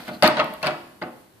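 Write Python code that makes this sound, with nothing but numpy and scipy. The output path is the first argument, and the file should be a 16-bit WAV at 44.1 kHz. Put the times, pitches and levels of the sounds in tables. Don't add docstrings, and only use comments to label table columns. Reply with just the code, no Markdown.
import sys
import numpy as np
from scipy import signal
from scipy.fft import rfft, irfft, next_fast_len
from scipy.io import wavfile
from scipy.ndimage import uniform_filter1d

SR = 44100
rng = np.random.default_rng(int(sys.argv[2]) if len(sys.argv) > 2 else 0)


def makeup_ratio(level_db):
    decades = np.asarray(level_db, float) / 20
    return 10 ** decades


def generate_wav(sig):
    pcm = np.round(np.clip(np.atleast_2d(sig).T, -1, 1) * 32767).astype(np.int16)
    wavfile.write(sys.argv[1], SR, pcm)


N = 61739
T = np.arange(N) / SR
WIDE = next_fast_len(N)
HZ = np.maximum(np.arange(WIDE // 2 + 1) * SR / WIDE, 1)


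def along(table, hz, axis=1):
    table = np.array(table)
    return np.interp(np.log(hz), np.log(table[:, 0]), table[:, axis])


def unit(x):
    return x / np.sqrt(np.sum(x ** 2, axis=-1, keepdims=True))


def fade(t, t60):
    return np.exp(-np.log(1000) * t / np.maximum(t60, .002))


def band(x, hz, width):
    bell = np.exp(-(np.log2(HZ / hz) / width) ** 2)
    return irfft(rfft(x, WIDE) * bell, WIDE)[..., :N]


def slow_noise(size, passes=1):
    x = rng.standard_normal(N)
    for _ in range(passes):
        x = uniform_filter1d(x, size=size)
    return unit(x) * np.sqrt(N)


def coloured(table, alike_hz):
    mid, side = rfft(rng.standard_normal((2, WIDE)))
    apart = np.sqrt(1 / (1 + (alike_hz / HZ) ** 2))
    pair = (mid + apart * side * np.array([[1], [-1]])) / np.sqrt(1 + apart ** 2)
    return unit(irfft(pair * makeup_ratio(along(table, HZ)), WIDE)[:, :N]) * np.sqrt(N)


def tail(table, alike_hz, size, count=1):
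    noise = coloured([(20, 0), (20000, 0)], alike_hz)
    centres = 50 * 2 ** (np.arange(17) / 2)
    t60 = along(table, centres, axis=2)[:, None]
    bands = np.array([band(noise, c, 0.59) for c in centres])
    level = makeup_ratio(along(table, centres))[:, None] / np.sqrt(t60)
    shape = (level * fade(T[:size], t60))[:, None]
    step = (N - size) // count
    return [unit(np.sum(bands[..., k * step:k * step + size] * shape, axis=0)) for k in range(count)]


def ring(modes, scatter_db, size):
    hz, db, t60 = np.array(modes).T[:, :, None]
    t = T[:size]
    waves = makeup_ratio(db + scatter_db[:, None]) * fade(t, t60) * np.sin(2 * np.pi * hz * t)
    return unit(np.sum(waves, axis=0))


def add(out, at_s, x):
    i = int(round(at_s * SR))
    x = x[..., max(-i, 0):N - i]
    out[:, max(i, 0):max(i, 0) + x.shape[-1]] += x


# frequency in Hz, level in dB per Hz.
ROOM_TONE = [(25, -24), (110, -10.5), (230, -6.5), (450, -12), (2000, -24), (6500, -31.5), (11500, -27),
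             (15700, -28.5)]
# time in seconds, gain in dB.
TONE_GAIN = [
    (0, 5),
    (.7, 5),
    (1.0, 0.5),
    (1.2, 2.5),
    (1.3, -2),
    (1.4, -0.5),
]
TONE_DB, TONE_ALIKE_HZ = -54, 490


def room_tone():
    gain_db = np.interp(T, *np.array(TONE_GAIN).T)
    return makeup_ratio(TONE_DB + gain_db) * coloured(ROOM_TONE, TONE_ALIKE_HZ)


# frequency in Hz, level in dB, t60 in seconds.
ROOM = [(80, -5, 0.17), (200, 0, 0.68), (605, 2.5, 0.49), (1500, -3, 0.67), (2600, -0.5, 0.42),
        (3840, -3, 0.76), (5600, -7, 0.77), (13700, 3.5, 0.063)]
ROOM_DB, ROOM_DELAY_S, ROOM_ALIKE_HZ = -7.5, 0.0029, 836


def reverberation(x):
    size = 30000
    build_up = 1 - np.exp(-(T[:size] / ROOM_DELAY_S) ** 2)
    echo = tail(ROOM, ROOM_ALIKE_HZ, size)[0] * build_up
    return makeup_ratio(ROOM_DB) * signal.fftconvolve(x[:1], echo, axes=1)[:, :N]


# frequency in Hz, level in dB per Hz.
FUR = [(59, -32), (100, -18), (640, 0.5), (1180, -7.5), (1430, -4.5), (4280, -10), (6950, -23),
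       (13900, -18), (15500, -37)]
# time in seconds, fur level in dB, claw squeak level in dB.
BRUSH = [
    (0, -41.5, -54),
    (.04, -44, -61),
    (.085, -42, -61),
    (0.109, -50.5, -55),
    (.15, -44, -48.5),
    (0.174, -57.5, -57),
    (0.202, -52, -80),
    (.3, -67, -78),
]
SQUEAK_HZ = 4270


def brush():
    s, fur_db, squeak_db = np.array(BRUSH).T
    patchy = slow_noise(300)
    fur = coloured(FUR, 1000) * makeup_ratio(np.interp(T, s, fur_db) + 1.2 * patchy)
    squeak = unit(band(rng.standard_normal(N), SQUEAK_HZ, 0.18)) * np.sqrt(N)
    return fur + squeak * makeup_ratio(np.interp(T, s, squeak_db) + 2 * patchy)


SCUFF_TIMES_S = [.080, .105, .228, .236, .393, .400, .630, .632, .650, .668, 1.017, 1.018, 1.020, 1.030]
# level in dB, pitch in Hz, length in
# seconds.
SCUFFS = [(-48, 1000, 0.0027), (-47, 217, 0.088), (-17.5, 820, 0.015), (-14.5, 193, 0.02),
          (-27, 2676, 0.017), (-26, 1278, 0.02), (-32.5, 2700, 0.0044), (-45, 1200, 0.058),
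          (-34, 140, 0.027), (-31, 2540, 0.0068), (-38, 1520, 0.018), (-57, 690, 0.021),
          (-39, 2080, 0.0069), (-43, 342, 0.11)]


def scuffs():
    out, size = np.zeros((2, N)), 4000
    for s, (db, hz, length_s) in zip(SCUFF_TIMES_S, SCUFFS):
        t = T[:size] / length_s
        slide = band(rng.standard_normal(N), hz, 0.097)[:size] * t * np.exp(-3.0 * t)
        add(out, s, makeup_ratio(db + 28.5) * unit(slide))
    return out


# start in seconds, pitch in Hz, level in dB, t60 in seconds.
RINGS = [(0.222, 78, -20, 0.23), (0.629, 80, -36, 0.33), (0.11, 200, -35, 0.12), (.236, 207, -11.5, 0.12),
         (0.286, 137, -28.5, 0.23), (.33, 237, -38, 0.17), (.43, 156.6, -32.5, 0.183),
         (.245, 878.5, -19, 0.39), (0.233, 1325, -18, 0.05), (0.256, 338, -23.5, 0.18),
         (0.26, 230.5, -22, 0.32), (0.278, 1265, -17.5, 0.076), (.369, 787, -24.5, 0.11),
         (0.366, 932, -25, 0.16), (.398, 1261, -14, 0.13), (0.399, 1457, -19, 0.073),
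         (0.417, 924, -18, 0.06), (.44, 888, -35.5, 0.51), (.455, 1266, -31.5, 0.16),
         (0.432, 345, -36.5, 0.22), (.497, 200, -33.5, 0.13), (0.633, 1069, -29, .25),
         (0.651, 171, -32.5, 0.23), (0.664, 1500, -21.5, 0.1), (.672, 732.7, -28, 0.15),
         (.673, 304, -34, 0.068), (0.674, 1250, -30, .12), (0.699, 342.4, -36, 0.5), (.718, 153, -34, 0.17),
         (0.746, 1295, -32, 0.13), (0.769, 946, -44, 0.26), (1.02, 1500, -40.5, 0.24),
         (1.025, 176.4, -37, .12), (1.028, 320, -29, 0.11), (1.06, 519, -41.5, 0.48),
         (1.336, 109, -46, 0.31)]
RING_RISE_S, RING_SPREAD_RAD = 0.0014, 0.21


def rings():
    out, t = np.zeros((2, N)), T[:12000]
    apart = RING_SPREAD_RAD * np.array([[-1], [1]])
    for s, hz, db, t60 in RINGS:
        envelope = fade(t, t60) * (1 - np.exp(-t / RING_RISE_S))
        add(out, s, makeup_ratio(db) * envelope * np.sin(2 * np.pi * hz * t + apart))
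    return out


# start in seconds, snap level in dB, sizzle level in dB, sizzle pitch in Hz.
TICKS = [(0.082, -57, -40, 12000), (0.2248, -12.5, -24.5, 9600), (0.2334, -19, -19.5, 9600),
         (0.241, -22, -39, 9000), (0.254, -20, -39, 6700), (0.274, -21, -28, 12000),
         (0.263, -24, -31, 9000), (0.2763, -13, -18.5, 12200), (0.369, -35, -45, 10150),
         (0.398, -23.5, -61, 7000), (0.443, -39, -38, 11600), (0.5374, -46, -35, 11100),
         (0.628, -30.5, -34, 10300), (0.645, -38, -47, 6700), (0.662, -31.5, -39, 11300),
         (.669, -20, -30.5, 9000), (1.026, -35, -55, 6500)]
SNAP_HZ, SNAP_T60_S = 4450, 0.0039
SIZZLE_OCTAVES, SIZZLE_T60_S = .5, 0.0078


def ticks(size=1500):
    out, t = np.zeros((2, N)), T[:size]
    rise = 1 - np.exp(-t / 0.00052)
    for s, snap_db, sizzle_db, hz in TICKS:
        noise = rng.standard_normal((3, N))
        snap = band(noise[0], SNAP_HZ, 0.25)[:size] * fade(t, SNAP_T60_S) * rise
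        sizzle = band(noise[1:], hz, SIZZLE_OCTAVES)[:, :size] * fade(t, SIZZLE_T60_S) * rise
        add(out, s, makeup_ratio(snap_db + 15) * unit(snap) + makeup_ratio(sizzle_db + 13.5) * unit(sizzle))
    return out


# start in seconds, level in dB, t60 in seconds.
BOOMS = [(0.08, -35, 0.23), (0.111, -29.5, 0.12), (0.228, -11, 0.26), (0.244, -16.5, 0.15),
         (0.259, -21, 0.14), (0.275, -24.5, .12), (0.376, -21.5, 0.076), (0.393, -15, 0.11),
         (0.411, -28, 0.069), (0.523, -35, 0.13), (0.634, -25, 0.28), (0.646, -27, 0.13),
         (0.673, -28, 0.17), (0.683, -20, 0.17), (0.707, -40, 0.096), (1.02, -31.5, 0.19)]
BOOM_HZ, BOOM_RISE_S = 616.3, 0.00051
BOOM_WOBBLE_RAD, BOOM_FLUTTER_DB = 0.53, 2.5


def boom():
    s, db, t60 = np.array(BOOMS).T[:, :, None]
    since = np.maximum(T - s, 0)
    blows = makeup_ratio(db) * fade(since, t60) * (1 - np.exp(-since / BOOM_RISE_S))
    level = np.sqrt(np.sum(blows ** 2, axis=0))
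    wobble = slow_noise(400, passes=2)
    flutter = makeup_ratio(BOOM_FLUTTER_DB * wobble[::-1])
    return level * flutter * np.sin(2 * np.pi * BOOM_HZ * T + BOOM_WOBBLE_RAD * wobble)


# frequency in Hz, level in dB, t60 in seconds.
PANEL = [(238, -33, 0.079), (332, -22, 0.3), (584.7, -6.5, 0.08), (687, -14.5, 0.074), (713.3, -10, 0.13),
         (725, -24.5, 0.2), (880, -12.5, 0.063), (993, -28, 0.11), (1072, -22, 0.15), (1264.7, -10, 0.13),
         (1325, -7, 0.045), (1477, -4.5, 0.055), (1573, -19.5, 0.16), (792, -17.5, 0.15)]
# frequency in Hz, level in dB, t60 in seconds.
THUD = [(80, -0.5, 0.11), (142.3, -7, 0.19), (177.8, 4.5, .08), (202.2, 12, 0.057), (234, 0.5, 0.28),
        (266, -3.5, 0.32), (297, -5, 0.35), (327.6, -8.5, 0.54), (420, -21, 0.097)]
# frequency in Hz, level in dB, t60 in seconds.
CROWD = [(152, -5.5, 0.13), (400, -8, 0.17), (710, 2.5, 0.17), (1440, -2, 0.092), (2800, -0.5, 0.088),
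         (4080, -16.5, 0.048), (5400, -20, 0.013), (12000, -32, 0.047)]
# start in seconds, rattle level in dB, contact time in ms, then panel ring
# and thud levels in dB relative to the rattle.
KNOCKS = [(-.004, -47, 0.17, -3, 9.5), (.079, -34.5, 0.15, 1.5, -0.5), (.088, -42.5, 0.8, -9, 11),
          (.110, -43.5, 0.79, 5, 10.5), (0.146, -59, 1, 2, 8), (0.2235, -19.5, 0.26, -3, -12),
          (.229, -19.5, 0.12, 4, -15), (0.2342, -29, .08, 6, -20), (.241, -15.5, 0.14, -5.5, -3.5),
          (.263, -23, 0.035, -12, -12), (.255, -18, 0.12, -7, -3.5), (.274, -24, 0.052, -4, -23),
          (0.3692, -26.5, 0.17, -2.5, -7), (.376, -33.5, 0.97, -5, -6), (.383, -30.5, 0.22, 1, -2.5),
          (.392, -21.5, 0.19, -4, -16), (.405, -25.5, 0.32, -6.5, -10.5), (.535, -43, 0.71, -15, -20),
          (0.617, -46, 0.075, -20, -17), (.629, -28.5, 0.051, -7.5, -4.5), (.636, -33.5, 0.21, -8, -5.5),
          (.643, -27.5, 0.21, -1.5, -16), (.652, -30.5, 0.15, -9, -4.5), (.661, -29.5, 0.1, -6, -13),
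          (.669, -23, 0.11, -6, -24), (.680, -32, 0.51, 0.5, -23), (.708, -34, 0.29, -5, -20),
          (1.015, -37, 1, -4, -0.5), (1.019, -32.5, 0.82, -10, -21), (1.025, -39, 0.45, 0, 0),
          (1.033, -36.5, 1, 1.5, 0), (1.066, -43.5, 0.82, -25, 2)]
CONTACTS_PER_S, CHATTER_S, RATTLE_ALIKE_HZ = 600, 0.0049, 2470
BLOW_RISE_S, MODE_SCATTER_DB = 0.002, 3


def chatter(contact_ms, size):
    gaps, sizes = rng.exponential(size=30), rng.standard_normal(30)
    when = (np.cumsum(gaps) - gaps[0]) / CONTACTS_PER_S
    force = np.zeros(size)
    hits = np.sign(sizes) * makeup_ratio(4.15 * sizes) * np.exp(-when / CHATTER_S)
    np.add.at(force, (when * SR).astype(int), hits)
    soft = np.exp(-2 * np.pi * 1000 / max(contact_ms, .02) / 2 / SR)
    return signal.lfilter([1 - soft], [1, -soft], force)[None, :size // 4]


def knocks(size=11000):
    out = np.zeros((2, N))
    crowds = tail(CROWD, RATTLE_ALIKE_HZ, size, count=len(KNOCKS))
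    rise = 1 - np.exp(-T[:size] / BLOW_RISE_S)
    for crowd, (s, db, contact_ms, ring_db, thud_db) in zip(crowds, KNOCKS):
        force = chatter(contact_ms, size)
        rattle = unit(signal.fftconvolve(force, crowd, axes=1))[:, :size]
        panel = ring(PANEL, MODE_SCATTER_DB * rng.standard_normal(len(PANEL)), size)
        thud = ring(THUD, MODE_SCATTER_DB * rng.standard_normal(len(THUD)), size)
        blow = makeup_ratio(ring_db) * panel + makeup_ratio(thud_db) * thud
        add(out, s, makeup_ratio(db + 29.5) * (rattle + blow * rise))
    return out


# frequency in Hz, level difference in dB.
PORTS = [(300, -0.5), (1500, 0.5), (3000, 2), (4500, 17.5), (6500, -9), (10000, 14), (13000, 15)]
LEFT_LAG_S = .00009


def ports(x):
    lift = makeup_ratio(along(PORTS, HZ) / 2)
    late = np.exp(-2j * np.pi * HZ * LEFT_LAG_S)
    return irfft(rfft(x, WIDE) * np.array([lift * late, 1 / lift]), WIDE)[:, :N]


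RINGS_WET_DB = -8
MIC_ORDER, MIC_LOW_HZ, MIC_TOP_HZ = 3, 131, 14600
CEILING = 1.8


def scene():
    clatter = knocks() + ticks()
    tones = scuffs() + boom() + rings()
    direct = ports(clatter + tones)
    wet = reverberation(clatter + makeup_ratio(RINGS_WET_DB) * tones)
    low_cut = signal.butter(MIC_ORDER, MIC_LOW_HZ, "high", fs=SR, output="sos")
    return signal.sosfilt(low_cut, direct + wet) + brush() + room_tone()


# time in seconds, share kept from 0 to 1.
TREBLE_KEPT = [
    (.285, 1),
    (.335, .05),
    (.40, .02),
    (.439, .05),
    (.441, 1),
    (.685, 1),
    (.70, .5),
    (.76, 1),
]
TREBLE_HZ = 12000


def thin_treble(x):
    treble = irfft(rfft(x, WIDE) * (HZ > TREBLE_HZ), WIDE)[:, :N]
    return x - treble * (1 - np.interp(T, *np.array(TREBLE_KEPT).T))


def band_limit(x):
    return signal.sosfilt(signal.butter(12, 15850, fs=SR, output="sos"), x)


def record(dry):
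    rounded = CEILING * np.tanh(dry / CEILING)
    top_cut = signal.ellip(8, .5, 30, MIC_TOP_HZ, fs=SR, output="sos")
    mix = thin_treble(signal.sosfilt(top_cut, rounded))
    return band_limit(mix)


dry = scene()
out = record(dry)
generate_wav(out)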